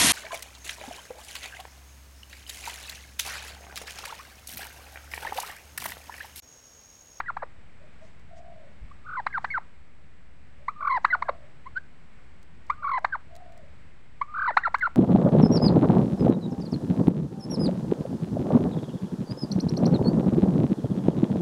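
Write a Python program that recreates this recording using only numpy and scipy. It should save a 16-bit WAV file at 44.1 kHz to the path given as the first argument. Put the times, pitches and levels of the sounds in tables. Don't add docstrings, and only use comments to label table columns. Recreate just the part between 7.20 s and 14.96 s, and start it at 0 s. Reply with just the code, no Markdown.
import sys
import numpy as np
from scipy import signal
from scipy.fft import rfft, irfft, next_fast_len
from scipy.io import wavfile
from scipy.ndimage import uniform_filter1d, map_coordinates

SR = 44100
rng = np.random.default_rng(int(sys.argv[2]) if len(sys.argv) > 2 else 0)


def unload_audio(sound):
    columns = np.transpose(np.atleast_2d(sound))
    steps = np.round(np.clip(columns, -1, 1) * 32767)
    wavfile.write(sys.argv[1], SR, steps.astype(np.int16))


N = 342195
TIME = np.arange(N) / SR

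# frequency in Hz, relative level in dB.
AIR_SPECTRUM = [(20, -9.5), (60, 0), (105, -5.5), (160, -6.5), (330, -17.5), (1000, -23), (2150, -21.5),
                (3200, -31), (4700, -36.5), (6500, -44), (8000, -38), (9600, -52.5), (13000, -62.5),
                (15500, -57)]
# frequency in Hz, gain in dB.
THROAT = [(250, -24.5), (450, -20), (700, -8), (1050, 0.5), (2080, 5), (2550, -13.5), (3150, -17.5),
          (4000, -5.5), (4450, -8.5), (5300, -21.5), (6800, -28.5), (7900, -17), (10000, -40.5),
          (16000, -41.5)]
# time in seconds, level in dB, centre pitch
# in Hz, upward sweep in octaves either side of it, seconds to die away by 60 dB.
POPS = [(.005, -22.5, 1114, 0.84, 0.021), (.171, -25, 965, 0.52, 0.022), (2.0688, -19.5, 1079, 1, 0.024),
        (2.2475, -20.5, 1039, 0.94, 0.026), (3.4855, -21, 1033, 0.28, 0.04),
        (3.8499, -11, 1102, 0.65, 0.024), (4.0261, -18.5, 1043, 0.36, 0.014),
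        (5.502, -17.5, 1055, 0.24, 0.035), (5.8492, -15, 1028, 0.91, 0.02), (7.017, -20, 1027, 0.21, 0.038),
        (7.3727, -10, 969, 0.61, 0.043), (7.5472, -14.5, 1018, 0.73, 0.029)]
# frequency in Hz, relative level in dB.
DRY_SPECTRUM = [(2000, -7), (6000, -3), (8000, -4.5), (10000, -16), (15500, -18.5)]
# time in seconds, level in dB, half length in seconds.
RUSTLES = [(.86, -68, 0.044), (1.18, -64, 0.02), (2.27, -72, 0.089)]
# start in seconds, lengths in seconds of the upper register,
# the whole note and the fall, level in dB, lower pitch in Hz, pitch it falls toward in Hz.
SQUEALS = [(0.06, 0.023, 0.052, 0.013, -27.5, 1367, 597), (0.2192, 0.005, 0.024, 0.029, -29.5, 1160, 318),
           (2.1276, 0.012, 0.065, 0.028, -27.5, 1513, 650), (2.303, .037, 0.087, .0224, -25, 1494, 605),
           (3.903, 0.024, 0.057, 0.016, -19.5, 1407, 622), (4.0822, 0.0032, 0.024, 0.03, -23, 1203, 302),
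           (5.9233, .0004, 0.043, .0251, -26.5, 1527, 633), (7.4358, 0.014, 0.05, 0.02, -21, 1337, 546),
           (7.6087, 0.016, 0.074, 0.018, -19.5, 1453, 640)]
# start in seconds, base level in dB.
DOVE_PHRASES = [(.595, -59.5), (3.385, -61.5), (5.595, -61)]
# seconds into the phrase, length in seconds,
# pitch in Hz, dB above the base level, roll depth from 0 to 1.
COOS = [(0, 0.092, 615, 6.5, 0.7), (0.208, .085, 665, 13.5, .12), (0.494, .46, 706, 7.5, 1)]
# start in seconds, relative level in dB, brightness in dB.
TICKS = [(.995, -56, -35), (5.229, -50, -38.5), (5.4675, -55.5, -29.5), (5.7893, -52.5, -36),
         (6.1528, -44.5, -35), (6.164, -46, -10), (6.3226, -53, -35), (6.3766, -51.5, -42),
         (7.5847, -45.5, -45), (7.595, -46, -35)]
# time in seconds, level in dB, half length in seconds.
PUFFS = [(1.65, -42.5, .04)]
# time in seconds, level in dB, pitch in Hz, half length in seconds.
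CLUCKS = [(1.7174, -45, 1155, 0.0045), (4.4707, -37.5, 1042, 0.0089), (4.573, -25.5, 1522, 0.0099),
          (5.525, -41.5, 1390, .013), (7.323, -39.5, 1838, .008), (7.344, -41.5, 1484, .008)]
# start in seconds, lengths in seconds of the whine before it,
# the trill and the whole note, level in dB, swell in dB, upper pitch in Hz, lower pitch in Hz, pitch it
# falls toward in Hz, trill rate in Hz, trill depth in octaves, pulsing in dB, seconds until one beat
WARBLES = [(1.8598, 0.02, 0.11, .15, -28.5, 15, 1345, 1026, 680, 44.1, .16, 0, 0.027, 0.07),
           (3.607, 0.051, .0886, .18, -24, 10, 1285, 1083, 548, 43.1, 0.21, 4, 0.039, 0.27),
           (5.6238, .052, .0935, .168, -26, 6, 1257, 1090, 615, 41.3, .17, 2, .037, .95),
           (7.1394, 0.064, .137, .178, -23.5, 7.5, 1362, 964, 420, 41.36, 0.22, .5, 0.011, .4)]
# frequency in Hz, seconds to die away by 60 dB.
YARD_DECAY = [(300, 0.28), (2000, 0.24), (10000, 0.49)]

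TOP_HZ = 15800
ONSET_S, BREAK_S = .002, .0049


def amp(db):
    return 10 ** (np.asarray(db) / 20)


def along(points, hz):
    knots_hz, values = np.transpose(points)
    return np.interp(np.log(hz + 1), np.log(knots_hz + 1), values)


def filtered(x, response):
    size = next_fast_len(N + SR // 2)
    return irfft(rfft(x, size) * response(np.fft.rfftfreq(size, 1 / SR)), size)[:N]


def noise(spectrum):
    x = filtered(rng.standard_normal(N), lambda hz: amp(along(spectrum, hz)))
    return x / np.sqrt(np.mean(x ** 2) + 1e-20)


def wobble(t, rate):
    position = (t - t[0]) * rate
    return map_coordinates(rng.standard_normal(int(position[-1]) + 4), [position])


def between(start, end):
    return TIME[max(int(start * SR), 0):int(end * SR)]


def add(track, t, sound):
    track[np.rint(t * SR).astype(int)] += sound


def bell(x, centre, half_width):
    return np.exp(-((x - centre) / half_width) ** 2)


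def swells(rows):
    return sum(amp(db) * bell(TIME, at, half_s) for at, db, half_s in rows)


def blend(before, after, t, at, width_s):
    return before + (after - before) * (1 + np.tanh((t - at) / width_s)) / 2


def trees(level_db=-54):
    return amp(level_db + 1.1 * wobble(TIME, 3.8)) * noise(AIR_SPECTRUM)


def hum(hz=73.3, level_db=-62):
    phase = 2 * np.pi * np.cumsum(hz * (1 + .016 * wobble(TIME, 2.7))) / SR
    return amp(level_db + 2 * wobble(TIME, 6)) * np.sqrt(2) * np.sin(phase)


def syrinx(t, hz, db, slope_db, jitter, flicker_db=5, ring_hz=4070):
    hz = hz * (1 + jitter * (1000 / hz) ** 2 * wobble(t, 600))
    phase = 2 * np.pi * np.cumsum(hz) / SR
    harmonic = np.arange(1, 15)[:, None]
    partial_hz = harmonic * hz
    effort = np.clip(db + 27, -10, 10)
    rolloff_db = (slope_db - .23 * effort) * np.log2(harmonic) * (hz / 1000) ** .085
    flicker = np.array([wobble(t, 170) * (order > 2) for order in harmonic[:, 0]])
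    ring_db = (3.5 + .68 * effort) * bell(partial_hz, ring_hz, 240)
    weight = amp(along(THROAT, partial_hz) - rolloff_db + ring_db + flicker_db * flicker)
    weight *= partial_hz < TOP_HZ
    tone = np.sum(weight * np.sin(harmonic * phase), axis=0) / np.sqrt(np.sum(weight ** 2, axis=0) / 2)
    undertone = .47 * jitter * np.sin(phase / 2)
    shimmer_db = .5 * wobble(t, 300)
    return (tone + undertone) * amp(db + shimmer_db)


def rasp(voice, tilt_db):
    strength = np.sqrt(np.abs(uniform_filter1d(voice ** 2, size=90)))
    return strength * noise([(hz, db - tilt_db * np.log2(hz / 1000)) for hz, db in THROAT])


def pops(attack_s=.003):
    out, harsh = np.zeros(N), np.zeros(N)
    for at, db, hz, sweep, t60 in POPS:
        t = between(at - .008, at + .04)
        age = t - at
        crest_s = .0003 / sweep ** 1.5
        decay_db = -60 * (np.hypot(age, crest_s) - crest_s) / t60
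        shape_db = np.where(age < 0, -9 * (age / attack_s) ** 2, decay_db)
        pitch = hz * 2 ** (sweep * np.tanh(age / .00455))
        pop = syrinx(t, pitch, db + shape_db, slope_db=15, jitter=.045)
        add(out, t, pop)
        add(harsh, t, sweep * pop)
        flick_hz = 2 * hz * 2 ** (.93 * sweep * np.tanh(age / .014))
        flick_db = db - 15 + np.where(age < 0, 2, .9) * shape_db
        add(out, t, amp(flick_db) * np.sin(2 * np.pi * np.cumsum(flick_hz) / SR))
    return out + amp(-10.5) * rasp(harsh, tilt_db=5)


def feathers(lag_s=.004, shake_db=-53.5, half_s=.029, cutoff_hz=9500):
    shakes = [(at + lag_s, db + shake_db, half_s) for at, db, *_ in POPS]
    brushing = (swells(RUSTLES) + swells(shakes)) * noise(DRY_SPECTRUM)
    return filtered(brushing, lambda hz: 1 / (1 + (hz / cutoff_hz) ** 8))


def lower_register(t, turn, hz, quiver_hz=40.76, sag_oct_per_s=1.8):
    age = np.maximum(t - turn, 0)
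    quiver = -np.cos(2 * np.pi * quiver_hz * age)
    return hz * 2 ** (.055 * quiver - sag_oct_per_s * age), .54 * quiver


def break_dip(t, turn):
    return 5 * bell(t, turn - .0042, .0035)


def collapsing_note(t, hz, db, last_hz, fall_s, slope_db, croak_hz=472, catch_hz=1290, pure_hz=1420):
    left_s = t[-1] - t
    fall = np.clip(1 - left_s / fall_s, 0, 1) ** 1.47
    pitch = np.maximum(hz * (last_hz / hz) ** fall, croak_hz)
    speed = np.tanh(np.abs(np.gradient(pitch)) * SR / 15000)
    catch_db = 5 * speed * bell(pitch, catch_hz, 70)
    purity_db = 5 * bell(pitch, pure_hz, 280)
    release_db = 18 * np.clip(1 - left_s / .0091, 0, 1)
    fade = np.clip(np.minimum((t - t[0]) / .012, left_s / .002), 0, 1)
    level = db - catch_db - release_db + 1.97 * wobble(t, 110)
    wavering_hz = pitch * 2 ** (.014 * wobble(t, 90))
    return fade * syrinx(t, wavering_hz, level, slope_db + purity_db, jitter=.027)


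def squeals(leap_oct=.5, upper_db=-8.5, lead_db=-24, fade_db_per_s=51.5):
    out = np.zeros(N)
    for start, upper_s, length, fall_s, db, lower_hz, last_hz in SQUEALS:
        t, turn = between(start - .032, start + length), start + upper_s
        low_hz, low_db = lower_register(t, turn, lower_hz)
        upper_hz = lower_hz * 2 ** (leap_oct + 2.2 * (turn - t))
        lead_hz = 1560 * 2 ** (4.5 * (start - t))
        hz = blend(upper_hz, low_hz, t, turn, BREAK_S)
        hz = blend(lead_hz, hz, t, start, ONSET_S)
        level = blend(upper_db, low_db - fade_db_per_s * (t - turn), t, turn, BREAK_S)
        level = blend(lead_db, level, t, start, ONSET_S) - break_dip(t, turn)
        add(out, t, collapsing_note(t, hz, db + level, last_hz, fall_s, slope_db=16))
    return out


def dove(roll_hz=52, scoop_oct=.3, attack_s=.032, release_s=.1):
    out = np.zeros(N)
    for start, base_db in DOVE_PHRASES:
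        for offset, length, hz, db, depth in COOS:
            t = between(start + offset, start + offset + length)
            age = t - t[0]
            pitch = hz * 2 ** (-scoop_oct * np.exp(-age / .014) - 1.7 * age ** 2)
            gate = np.clip(np.minimum(age / attack_s, (t[-1] - t) / release_s), 0, 1)
            envelope = gate * amp(base_db + db - 41.5 * age ** 2)
            roll = np.sin(2 * np.pi * np.cumsum(roll_hz * (1 + .05 * wobble(t, 26))) / SR)
            phase = 2 * np.pi * np.cumsum(pitch * (1 + .035 * depth * wobble(t, 120))) / SR
            add(out, t, envelope * (1 + depth * roll) * np.sin(phase))
    return out


def twigs(t60=.018):
    out = np.zeros(N)
    snap, fizz = noise(DRY_SPECTRUM), noise([(5000, -21.5), (13000, -12)])
    for start, db, bright_db in TICKS:
        t = between(start, start + .04)
        grain = (snap + amp(bright_db + .5) * fizz)[np.rint(t * SR).astype(int)]
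        add(out, t, amp(db - 4 - 60 * (t - start) / t60) * grain)
    return out


def breeze():
    return swells(PUFFS) * noise([(10, -16), (40, 6.5), (150, -12), (1500, -96)])


def clucks(rise_oct=.077):
    out = np.zeros(N)
    for at, db, hz, half_s in CLUCKS:
        t = between(at - 3 * half_s, at + 3 * half_s)
        progress = (t - at) / half_s
        pitch = hz * 2 ** (rise_oct * progress)
        add(out, t, syrinx(t, pitch, db - 8 * progress ** 2, slope_db=14, jitter=.015))
    return out + amp(-23) * rasp(out, tilt_db=1)


def warbles(whine_hz=1212.3, whine_db=-23):
    out = np.zeros(N)
    for (start, whine_s, trill_s, length, db, swell_db, upper_hz, lower_hz, last_hz,
         trill_hz, depth, pulse_db, falter_s, falter) in WARBLES:
        t, turn = between(start - whine_s, start + length), start + trill_s
        reach = 1 - falter * bell(t, start + falter_s, .013)
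        trough = np.cos(2 * np.pi * trill_hz * (t - start))
        high_hz = upper_hz * 2 ** (depth * (reach * (1 - trough) - 1))
        high_db = -.24 - swell_db * (turn - t) / trill_s + pulse_db * trough
        low_hz, low_db = lower_register(t, turn, lower_hz)
        hz = blend(high_hz, low_hz, t, turn, BREAK_S)
        hz = blend(whine_hz, hz, t, start, ONSET_S)
        level = blend(high_db, low_db, t, turn, BREAK_S)
        level = blend(whine_db, level, t, start, ONSET_S) - break_dip(t, turn)
        slope_db = blend(15.5, 14.5, t, turn, BREAK_S)
        add(out, t, collapsing_note(t, hz, db + level, last_hz, fall_s=.0186, slope_db=slope_db))
    return out


def yard(x):
    size = SR // 2
    scatter = rng.standard_normal(size) * np.exp(.42 * rng.standard_normal(size))
    hz, t, spectra = signal.stft(scatter, SR, nperseg=256)
    decay = amp(-60 * t / along(YARD_DECAY, hz)[:, None])
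    tail = signal.istft(spectra * decay, SR, nperseg=256)[1]
    return signal.fftconvolve(np.pad(x, (200, 0)), tail / np.linalg.norm(tail))[:N]


def scene():
    gobbles = warbles() + squeals()
    turkeys = gobbles + amp(-25.5) * rasp(gobbles, tilt_db=6.5) + pops() + clucks()
    far_dove = dove()
    birds = turkeys + amp(-20) * yard(turkeys) + far_dove + yard(far_dove)
    return (birds + feathers() + twigs() + trees() + hum() + breeze())[None]


def record(dry):
    offset = -.01
    return filtered(dry[0], lambda hz: hz < TOP_HZ)[None] + offset


dry = scene()
out = record(dry)
unload_audio(out)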